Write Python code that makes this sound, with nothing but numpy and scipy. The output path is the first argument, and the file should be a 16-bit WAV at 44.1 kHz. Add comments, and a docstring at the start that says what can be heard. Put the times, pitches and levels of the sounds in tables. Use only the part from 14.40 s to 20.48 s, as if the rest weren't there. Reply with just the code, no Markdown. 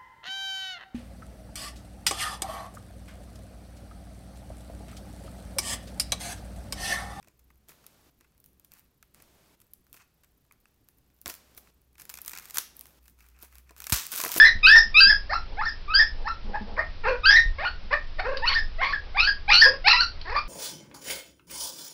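"""In a plastic kennel in the corner of a room, young puppies cry. One calls about three times a second:
its vocal folds stay in a low register for grunts, crack upward once for whimpers and twice for squeals,
and its throat filters their harmonics. Another moans through a half-closed muzzle. Paws bump the shell,
a claw ticks and bodies brush the bedding, while the kennel resonates and the room reverberates.
A handheld camera adds rumble and jolts, and overloads on the loudest squeals."""
import sys
import numpy as np
from scipy import signal
from scipy.fft import rfft, irfft, next_fast_len
from scipy.io import wavfile
from scipy.ndimage import uniform_filter1d, minimum_filter1d, map_coordinates

SR = 44100
rng = np.random.default_rng(int(sys.argv[2]) if len(sys.argv) > 2 else 0)


def dump_mix(stems):
    """Bounce the given channels to the path in sys.argv[1] as a 16-bit WAV at rate SR."""
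    frames = np.atleast_2d(stems).T  # one column per channel
    limited = np.clip(frames, -1, 1)  # hard clip at full scale
    pcm = np.round(limited * 32767).astype(np.int16)
    wavfile.write(sys.argv[1], SR, pcm)


N = 268128

# Unsteadiness of the hand on the camera. Each row: time in seconds, rumble level in dB.
RUMBLE_LEVELS = [(0.0, -29), (0.12, -32.5), (3.0, -29.5), (3.051, -28.5), (3.589, -35), (4.202, -31),
                 (6.08, -34)]
# Spectra of the rumble and the steady hiss. Each row: frequency in Hz, relative density in dB.
RUMBLE_SPECTRUM = [(5.9, -30.5), (10, 1), (22, 4.5), (33, -9.5), (81, -15.5), (124, -59.5), (160, -41.5),
                   (210, -56.5), (350, -120)]
HISS_SPECTRUM = [(59, -27), (100, 1.5), (141, -5), (321, -12), (380, -11.5), (1450, -15.5), (1810, -16),
                 (2070, -16), (5140, -18.5), (6000, -34), (7800, -71), (13200, -120)]
# Response of the squealer's throat. 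Each row: frequency in Hz, gain in dB.
THROAT_RESPONSE = [(300, 2), (500, -8), (850, 3), (1200, -1.5), (1500, -5.5), (1800, 1.5), (2100, 1),
                   (2500, -2), (3000, -12.5), (3500, -14.5), (4000, -8), (4600, -4), (5100, -7.5),
                   (6200, -39)]
# Cries in three registers. Each row: start in seconds; the low note's length in seconds, pitch in Hz and
# level in dB; the high note's length in seconds, first and last pitch in Hz, level, fade, mouth gain and
# shrill gain in dB, roughness from 0 to 1; the squeak's length in seconds, pitch in Hz, level and
# shrill gain in dB.
SQUEAL_CALLS = [ (-.04, 0.033, 1242, 3, 0.054, 1621, 1840, -2, 23, -6, -5, 0.04, 0.04, 2045, -10, 3.5),
                (0.231, 0.037, 1260, -7.5, 0.083, 1517, 1818, -10.5, 1.5, -2, -1, .08, 0.033, 1905, -11.5, 4),
                (0.544, 0.061, 1196, -7, 0.089, 1546, 1663, -12, 1.5, -5.5, 5.5, 0.03, .034, 1784, -13, -1),
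                (1.17, 0.044, 705, -25.5, 0.04, 1183, 1390, -25.5, 10, -21, -11, 0.21, 0.037, 1831, -25, 5),
                (1.48, .058, 1178, -25.5, 0.053, 1539, 1641, -14.5, 0, 0, 8.5, 0.07, 0.039, 1870, -13.5, -1.5),
                (2.834, 0.023, 1257, -18, 0.1, 1466, 1815, -13.5, 4.5, 0.5, 1, 0.04, 0.037, 2001, -10.5, 3.5),
                (4.021, 0.036, 853, -22.5, 0.095, 1247, 1496, -24.5, 1.5, 6, 6, 0.28, 0.0398, 1846, -20.5, -3),
                (4.385, .032, 613, -24.5, 0.11, 1096, 1125, -26.5, 15, 5.5, -1, 0.45, 0.026, 1785, -17.5, -14),
                (4.746, .026, 708.5, -25, 0.099, 1135, 1507, -20, 2, 7.5, 4, .16, 0.029, 1723, -17.5, -3),
                (5.081, 0.024, 764, -15, 0.11, 1192, 1518, -14.5, 0, 11.5, 10.5, 0.19, 0.044, 1807, -8.5, 3),
                (5.444, .041, 666.6, -14.5, 0.12, 1261, 1377, -18.5, 7.5, 4, 1.5, 0.06, .03, 1531, -15, 3)]
# Cries in two registers. 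Each row: start in seconds; the low note's length in seconds, first and last
# pitch in Hz, level in dB; the high note's pitch in Hz and level in dB; for both, mouth and shrill gain
# in dB, roughness from 0 to 1.
WHIMPER_CALLS = [ (0.896, 0.039, 566, 915, -25, 1260, -17.5, -16.5, -5, 0.2),
                 (1.848, .03, 803, 926, -29.5, 1279, -20.5, -17, -7.5, 0.16),
                 (3.185, .066, 510, 934, -26.5, 1417, -20.5, -2.5, -11.5, 0.31),
                 (5.852, .106, 307, 585, -31.5, 1134, -17.5, -8.5, -8.5, 0.35)]
# Cries in the low register. Each row: start and length in seconds, first and last pitch in Hz, level,
# mouth gain and shrill gain in dB, roughness from 0 to 1.
GRUNT_CALLS = [ (2.132, 0.044, 718, 893, -24.5, -16, -18, 0.35),
               (2.367, 0.067, 487.5, 667, -23.5, -22, -16, 0.52),
               (3.505, 0.0553, 440, 608, -19, -4.5, -13, .46),
               (3.784, 0.0322, 593, 778, -21.5, -1, -5, 0.44)]
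# Hoarse moments of a strained voice. Each row: start and length in seconds, share of pitch lost,
# added roughness, then added level, mouth gain and shrill gain in dB.
VOICE_BREAKS = [ (0.359, .035, 0.011, 0.1, 4, 0, 1), (2.905, 0.0429, 0, 0.36, -4, 3, 3.5),
                (4.078, 0.02035, -0.091, -0.062, 5.5, 7, 8), (4.097, 0.044, .26, 0.21, -1, 5.5, -3),
                (4.788, 0.031, .02, .15, 5.5, 4.5, 1), (5.115, .05, -0.015, .15, 2.5, -2.5, 0),
                (5.475, 0.051, -0.04, 0.19, 3.5, 4.5, 12.5), (5.534, .034, .27, 0.05, 0, 1, 3)]
# Paws landing on the kennel floor. Each row: start in seconds, relative level in dB.
PAW_BUMPS = [(0.151, -40.5), (0.269, -44), (0.457, -46), (0.663, -38.5), (2.044, -42), (2.085, -33.5),
             (2.208, -32), (2.315, -37.5), (3.44, -42.5), (5.135, -41)]
# Modes of the plastic shell. Each row: frequency in Hz, gain in dB, time to decay 60 dB in seconds.
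SHELL_MODES = [(136, -31, .12), (212, -3.5, 0.057), (213, 8, 0.13), (291.4, -12, 0.049), (404, -2, 0.087)]
# A claw striking the shell. Each row: start in seconds, relative level in dB.
CLAW_TICKS = [(3.9713, -17), (5.814, -29)]
# Spectrum of a tick. Each row: frequency in Hz, relative density in dB.
CLAW_SPECTRUM = [(1000, -22), (2400, -9.5), (4800, 1), (6000, -25)]
# Shifts of the grip on the camera. Each row: start in seconds, level in dB, frequency in Hz.
GRIP_JOLTS = [(0.154, -28.5, 70), (3.06, -15, 29.8)]
# Movements on the bedding. Each row: centre time in seconds, level in dB.
BEDDING_SHUFFLES = [(1.13, -48), (1.81, -49), (2.11, -44), (2.31, -43.5), (4.662, -54.5)]
# Spectrum of rubbed bedding. Each row: frequency in Hz, relative density in dB.
BEDDING_SPECTRUM = [(150, -5), (400, 5.5), (900, 5), (2000, -45)]
# The second puppy's calls. Each row: start, rise time and fall time in seconds, then, at the top of the
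# arch, pitch in Hz, level of the fundamental and overtone gain in dB; last, roughness from 0 to 1.
MOAN_CALLS = [(2.647, 0.0565, 0.058, 525.3, -21.5, -3.5, 0.33),
              (3.845, .038, 0.119, 528, -24.5, -5.5, 0.35), (5.248, .032, 0.076, 535.3, -24, -5.5, 0.4)]
# Response of the half-closed muzzle to overtones. Each row: frequency in Hz, gain in dB.
MUZZLE_RESPONSE = [(900, -6.5), (1500, -4.5), (2100, -16), (2600, -12.5), (3200, -33), (4500, -26),
                   (6000, -41)]
# Air resonances of the kennel and its corner. Each row: frequency in Hz, gain in dB.
CAVITY_MODES = [(1652, 4.5), (1788, 3), (1843, 8), (1939, -2), (2406, 3.5), (2600, 4), (3944, -12),
                (4417, 7.5), (4940, 0.5), (5214, -17)]
# Reverberation of the room. Each row: frequency in Hz, time to decay 60 dB in seconds.
ROOM_DECAY = [(200, 0.2), (1700, 0.19), (5000, 0.22)]

TOP_HZ = 6150  # upper edge of the band that is heard
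FLIP_S, BLEND_S = 0.006, 0.017  # the folds change register within a few cycles; level and timbre lag


def amp(db):
    """The decibel scale: level to amplitude ratio."""
    return 10 ** (np.asarray(db) / 20)


def unit(x):
    """Normalisation to an rms of 1."""
    return x / np.sqrt(np.mean(x ** 2) + 1e-20)


def along(points, hz):
    """Interpolation of (Hz, value) points on a logarithmic frequency axis."""
    freqs, values = np.transpose(points)
    return np.interp(np.log(hz + 1), np.log(freqs + 1), values)


def wobble(rate, size):
    """Random modulation: a smooth curve through rate random values a second."""
    return map_coordinates(rng.standard_normal(int(size * rate / SR) + 4), [np.arange(size) * rate / SR])


def filtered(x, response):
    """Linear filtering: the spectrum of x times a frequency response."""
    m = next_fast_len(len(x) + 8192)
    return irfft(rfft(x, m) * response(np.fft.rfftfreq(m, 1 / SR)), m)[:len(x)]


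def noise(spectrum, size):
    """Spectral shaping: coloured noise with an rms of 1."""
    return unit(filtered(rng.standard_normal(size), lambda hz: amp(along(spectrum, hz))))


def add(track, s, sound):
    """Superposition: a sound joins a track at s seconds."""
    at = round(s * SR)
    sound = sound[max(0, -at):]
    part = track[max(0, at):][:len(sound)]
    part += sound[:len(part)]


def background(hiss_db=-50):
    """Handling noise: the handheld camera rumbles deeply, over a steady hiss."""
    rumble_db = np.interp(np.arange(N) / SR, *np.transpose(RUMBLE_LEVELS))
    rumble = amp(rumble_db) * noise(RUMBLE_SPECTRUM, N)
    return rumble + amp(hiss_db + 0.28 * wobble(6.4, N)) * noise(HISS_SPECTRUM, N)


def progress(length):
    """A linear ramp from 0 to 1 over length seconds."""
    return np.linspace(0, 1, round(length * SR))


def note(*controls):
    """Source and filter controls in rows; for a cry: pitch, level, mouth gain, shrill gain, roughness."""
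    return np.array(np.broadcast_arrays(*controls))


def low_note(length, hz, db, top_hz=1568, ease_s=0.1665, swell_db=14.5, opening=1.18, rough=0.09):
    """Vocal effort: pitch and level climb in the low register, and a harder push is brighter."""
    u = progress(length)
    pitch = top_hz - (top_hz - hz) * np.exp(-u * length / ease_s)
    mouth_db, shrill_db = opening * (db + 19), opening * (db + 9)  # neutral at -19 and -9 dB
    return note(pitch, db - swell_db * (1 - u) ** 2, mouth_db, shrill_db, rough)


def high_note(length, from_hz, to_hz, db, fade_db, mouth_db, shrill_db, rough, arch_db=2.5, grow_db=15):
    """Register change: after the crack the pitch levels off as the voice settles and grows shriller."""
    u = progress(length)
    late = u - 0.5
    pitch = to_hz - (to_hz - from_hz) * (1 - u) ** 1.6
    level_db = db - fade_db * late - arch_db * (2 * late) ** 2
    return note(pitch, level_db, mouth_db, shrill_db + grow_db * late, rough * (1 - 0.14 * late))


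def squeak(length, hz, db, shrill_db, rise_s=0.0077, flick=0.08, sag=0.077, mouth_db=-5, rough=0.18):
    """Top register: the pitch flicks up, then sags and fades as energy shifts into the overtones."""
    t = progress(length) * length
    before_peak = np.maximum(1 - t / rise_s, 0)
    after_peak = np.maximum(t - rise_s, 0) / (length - rise_s)
    pitch = hz * (1 - flick * before_peak - sag * after_peak)
    level_db = db - 5 * before_peak - 6.5 * after_peak
    thinning_db = 3 * after_peak
    return note(pitch, level_db, mouth_db + thinning_db, shrill_db + thinning_db, rough)


def whimper(length, from_hz, to_hz, db, high_hz, high_db, *timbre, high_s=0.0318, climb=0.07):
    """A single register break: a swelling glide cracks into a short, fading high note."""
    u, v = progress(length), progress(high_s)
    low = note(from_hz * (to_hz / from_hz) ** u, db - 9 * (1 - u) ** 2, *timbre)
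    high = note(high_hz * (1 + climb * v), high_db - 9.5 * v, *timbre)
    return [low, high]


def grunt(length, from_hz, to_hz, db, mouth_db, shrill_db, rough, depth_db=18.5, opening=0.72):
    """Low-register phonation: the level swells and dies in one arch, and the resonances open with it."""
    u = progress(length)
    pitch = from_hz + (to_hz - from_hz) * np.sin(np.pi / 2 * u)
    arch_db = -depth_db * (2 * u - 1) ** 2
    return note(pitch, db + arch_db, mouth_db + opening * arch_db, shrill_db + opening * arch_db, rough)


def cries():
    """Each cry is a sequence of vocal registers; yields its start and its notes."""
    for start, *row in SQUEAL_CALLS:
        yield start, [low_note(*row[:3]), high_note(*row[3:-4]), squeak(*row[-4:])]
    for start, *row in WHIMPER_CALLS:
        yield start, whimper(*row)
    for start, *row in GRUNT_CALLS:
        yield start, [grunt(*row)]


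def eased(x, seconds):
    """A running mean turns steps into short ramps."""
    return uniform_filter1d(np.asarray(x, float), size=max(1, round(seconds * SR)))


def voiced(notes, attack_s, release_s):
    """Continuous phonation joins notes into one call; returns its gate and its controls, pitch first."""
    margins = round(attack_s * SR / 2), round(release_s * SR)
    pitch, *others = np.pad(np.hstack(notes), [(0, 0), margins], mode="edge")
    t = np.arange(len(pitch)) / SR
    gate = np.clip(t / attack_s, 0, 1) * np.clip((t[-1] - t) / release_s, 0, 1)
    return gate, [eased(pitch, FLIP_S), *eased(others, BLEND_S)]


def breaking(start, pitch, db, mouth_db, shrill_db, rough):
    """Instability under strain: at the listed moments the voice jumps in pitch, level and hoarseness."""
    t = start + np.arange(len(pitch)) / SR
    drop, more_rough, more_db, more_mouth_db, more_shrill_db = sum(
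        np.outer(change, eased((t > onset) & (t < onset + length), FLIP_S))
        for onset, length, *change in VOICE_BREAKS)
    rough = np.clip(rough + more_rough, 0, 1)
    return pitch * (1 - drop), db + more_db, mouth_db + more_mouth_db, shrill_db + more_shrill_db, rough


def quivering(pitch, db, rate, share, depth_db):
    """Vocal tremor: a young voice is randomly modulated in frequency and amplitude."""
    return pitch * (1 + share * wobble(rate, len(pitch))), db + depth_db * wobble(rate, len(db))


def harmonics(pitch, count):
    """The harmonic series: whole multiples of the pitch, one row each."""
    return np.arange(1, count + 1)[:, None] * pitch


def formant_shares(hz):
    """Formant bands: the shares of a frequency in the low, the mouth and the shrill resonance."""
    above_low = np.interp(hz, [2000, 2300], [0, 1])
    shrill = np.interp(hz, [3800, 4200], [0, 1])
    return np.array([1 - above_low, above_low - shrill, shrill])


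def folds(pitch, rough, gains_db, waver, jitter, shimmer, doubling, flutter_db=3):
    """The glottal source: harmonics that roughen through jitter, shimmer and period doubling."""
    size = len(pitch)
    cycles = np.cumsum(pitch) / SR
    # a new random value every second cycle
    by_cycle = lambda: map_coordinates(rng.standard_normal(size), [cycles / 2])
    pitch = pitch * (1 + waver * wobble(108.8, size) + jitter * rough * by_cycle())
    phase = 2 * np.pi * np.cumsum(pitch) / SR
    order = np.arange(1, len(gains_db) + 1)[:, None]
    # the head moves among the kennel's reflections, so each overtone flutters by itself
    flutter = flutter_db * (order > 1) * np.array([wobble(220, size) - 0.2 for _ in order])
    partials = amp(gains_db + flutter) * np.sin(order * phase + rng.uniform(0, 2 * np.pi, order.shape))
    tone = np.sum(partials * (order * pitch < TOP_HZ + 500), axis=0)
    unevenness = shimmer * by_cycle()
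    alternation = doubling * rough * np.sin(phase / 2 + wobble(150, size))
    modulation_rms = np.sqrt(1 + rough ** 2 * (shimmer ** 2 + (doubling * rough) ** 2 / 2))
    return tone * (1 + rough * (unevenness + alternation)) / modulation_rms


def rasp(formant_db):
    """Aspiration noise: air leaks through strained folds and passes the same formants as the voice."""
    air = noise(THROAT_RESPONSE, formant_db.shape[1])
    bands = np.array([filtered(air, lambda hz: formant_shares(hz)[i]) for i in range(3)])
    gains = amp(formant_db)
    return np.sum(gains * bands, axis=0) / np.sqrt(np.var(bands, axis=1) @ gains ** 2)


def squealer(rasp_db=-6, cutoff_hz=400, attack_s=0.005215, purity=0.25, pure_below_db=-15.5):
    """Source and filter: each cry sweeps the harmonics of the folds through the throat's resonances."""
    out = np.zeros(N)
    for start, notes in cries():
        gate, controls = voiced(notes, attack_s, release_s=0.015)
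        pitch, db, mouth_db, shrill_db, rough = breaking(start, *controls)
        pitch, db = quivering(pitch, db, rate=55, share=0.012, depth_db=1.32)
        pitch = pitch * (1 + 0.035 * rough * wobble(170, len(pitch)))
        hz = harmonics(pitch, count=16)
        formant_db = np.array([np.zeros_like(db), mouth_db, shrill_db])
        gains_db = along(THROAT_RESPONSE, hz) + np.sum(formant_shares(hz) * formant_db[:, None], axis=0)
        gains_db[0] += purity * (pure_below_db - db)  # soft cries favour the fundamental
        rms = np.sqrt(np.sum(amp(gains_db) ** 2 * (hz < TOP_HZ), axis=0) / 2)
        voice = folds(pitch, rough, gains_db, waver=0.007, jitter=0.12, shimmer=0.7, doubling=1.2) / rms
        breath = amp(rasp_db) * rough * rasp(formant_db)
        add(out, start - attack_s / 2, gate * amp(db) * (voice + breath))
    # so small a mouth radiates next to no bass
    return filtered(out, lambda hz: hz ** 4 / np.hypot(hz ** 4, cutoff_hz ** 4))


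def paws(pad_attack_s=0.002, tick_t60_s=0.026):
    """Impact excitation: soft pads ring the shell's damped modes; a hard claw gives a burst of noise."""
    out, t = np.zeros(N), np.arange(SR // 4) / SR
    for start, db in PAW_BUMPS:
        ring = sum(amp(mode_db + rng.normal(0, 2.9) - 60 * t / t60) * np.sin(2 * np.pi * hz * t)
                   for hz, mode_db, t60 in SHELL_MODES)
        add(out, start, amp(db - 6) * ring * (1 - np.exp(-t / pad_attack_s)))
    for start, db in CLAW_TICKS:
        add(out, start, amp(db - 5 - 60 * t / tick_t60_s) * noise(CLAW_SPECTRUM, len(t)))
    return out


def jolts(decay_cycles=1.8):
    """Damped oscillation: a shift of the grip pushes the microphone through a cycle or two."""
    out, t = np.zeros(N), np.arange(SR // 4) / SR
    for start, db, hz in GRIP_JOLTS:
        add(out, start, amp(db) * np.sin(2 * np.pi * hz * t) * np.exp(-(hz * t / decay_cycles) ** 2))
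    return out


def shuffles(width_s=0.052):
    """Friction noise: bodies brush over the bedding in short, soft swells."""
    t = np.arange(N) / SR
    swell = sum(amp(db) * np.exp(-((t - centre) / width_s) ** 2) for centre, db in BEDDING_SHUFFLES)
    return swell * noise(BEDDING_SPECTRUM, N)


def moaner(attack_s=0.026, climb=0.12, sag=0.05, swell_db=9.5, fade_db=12.5, edge_buzz_db=15):
    """Nasal filtering: the muzzle leaves a strong fundamental, purest at the top of each moan's arch."""
    out = np.zeros(N)
    for start, rise_s, fall_s, top_hz, top_db, buzz_db, roughness in MOAN_CALLS:
        before_top, after_top = 1 - progress(rise_s), progress(fall_s)
        rise = note(top_hz * (1 - climb * before_top), top_db - swell_db * before_top,
                    buzz_db + edge_buzz_db * np.sqrt(before_top), roughness)
        fall = note(top_hz * (1 - sag * after_top), top_db - fade_db * after_top,
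                    buzz_db + edge_buzz_db / 4 * after_top, roughness)
        gate, (pitch, db, overtones_db, rough) = voiced([rise, fall], attack_s, release_s=0.02)
        pitch, db = quivering(pitch, db, rate=31, share=0.03, depth_db=2)
        gains_db = along(MUZZLE_RESPONSE, harmonics(pitch, count=12)) + overtones_db
        gains_db[0] = 0
        voice = folds(pitch, rough, gains_db, waver=0.024, jitter=0.14, shimmer=0.6, doubling=0.8)
        add(out, start - attack_s / 2, gate * amp(db) * voice)
    return out


def cavity(x, width_hz=11):
    """Cavity resonance: narrow air modes ring on whenever a partial sweeps across them."""
    return filtered(x, lambda f: sum(amp(db) * 1j * f * width_hz / (hz * hz - f * f + 1j * f * width_hz)
                                     for hz, db in CAVITY_MODES))


def room(x, walls_db=-9, tail_db=-8, walls_t60_s=0.065, build_s=0.017):
    """Early reflections and reverberation: near walls answer within milliseconds; the room rings on."""
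    hz, t, spectra = signal.stft(rng.standard_normal(SR // 2), SR, nperseg=256)
    tail = signal.istft(spectra * amp(-60 * t / along(ROOM_DECAY, hz)[:, None]), SR, nperseg=256)[1]
    age = np.arange(len(tail)) / SR
    tail *= 1 - np.exp(-age / build_s)
    walls = rng.standard_normal(len(tail)) * amp(-60 * age / walls_t60_s) * (age > 0.001)
    response = amp(walls_db) * walls / np.linalg.norm(walls) + amp(tail_db) * tail / np.linalg.norm(tail)
    return signal.fftconvolve(x, response)[:N]


def scene(direct_db=-2.0):
    """Superposition: the litter's direct sound adds to its resonances, its reflections and the noise."""
    litter = squealer() + moaner() + paws() + shuffles()
    return (amp(direct_db) * litter + cavity(litter) + room(litter) + jolts() + background())[None]


def record(dry, ceiling=0.71, full_scale=0.67, bandwidth_hz=15870):
    """Limiting and overload: a fast gain dip holds the low-passed squeals; overshoots crackle faintly."""
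    narrow = filtered(dry[0], lambda hz: 1 / np.sqrt(1 + (hz / TOP_HZ) ** 80))
    needed_gain = ceiling / np.maximum(np.abs(narrow), ceiling)
    gain = uniform_filter1d(minimum_filter1d(needed_gain, size=180), size=300)
    overloaded = np.clip(narrow * gain, -full_scale, full_scale)
    return filtered(overloaded, lambda hz: hz < bandwidth_hz)[None]


dry = scene()
out = record(dry)
dump_mix(out)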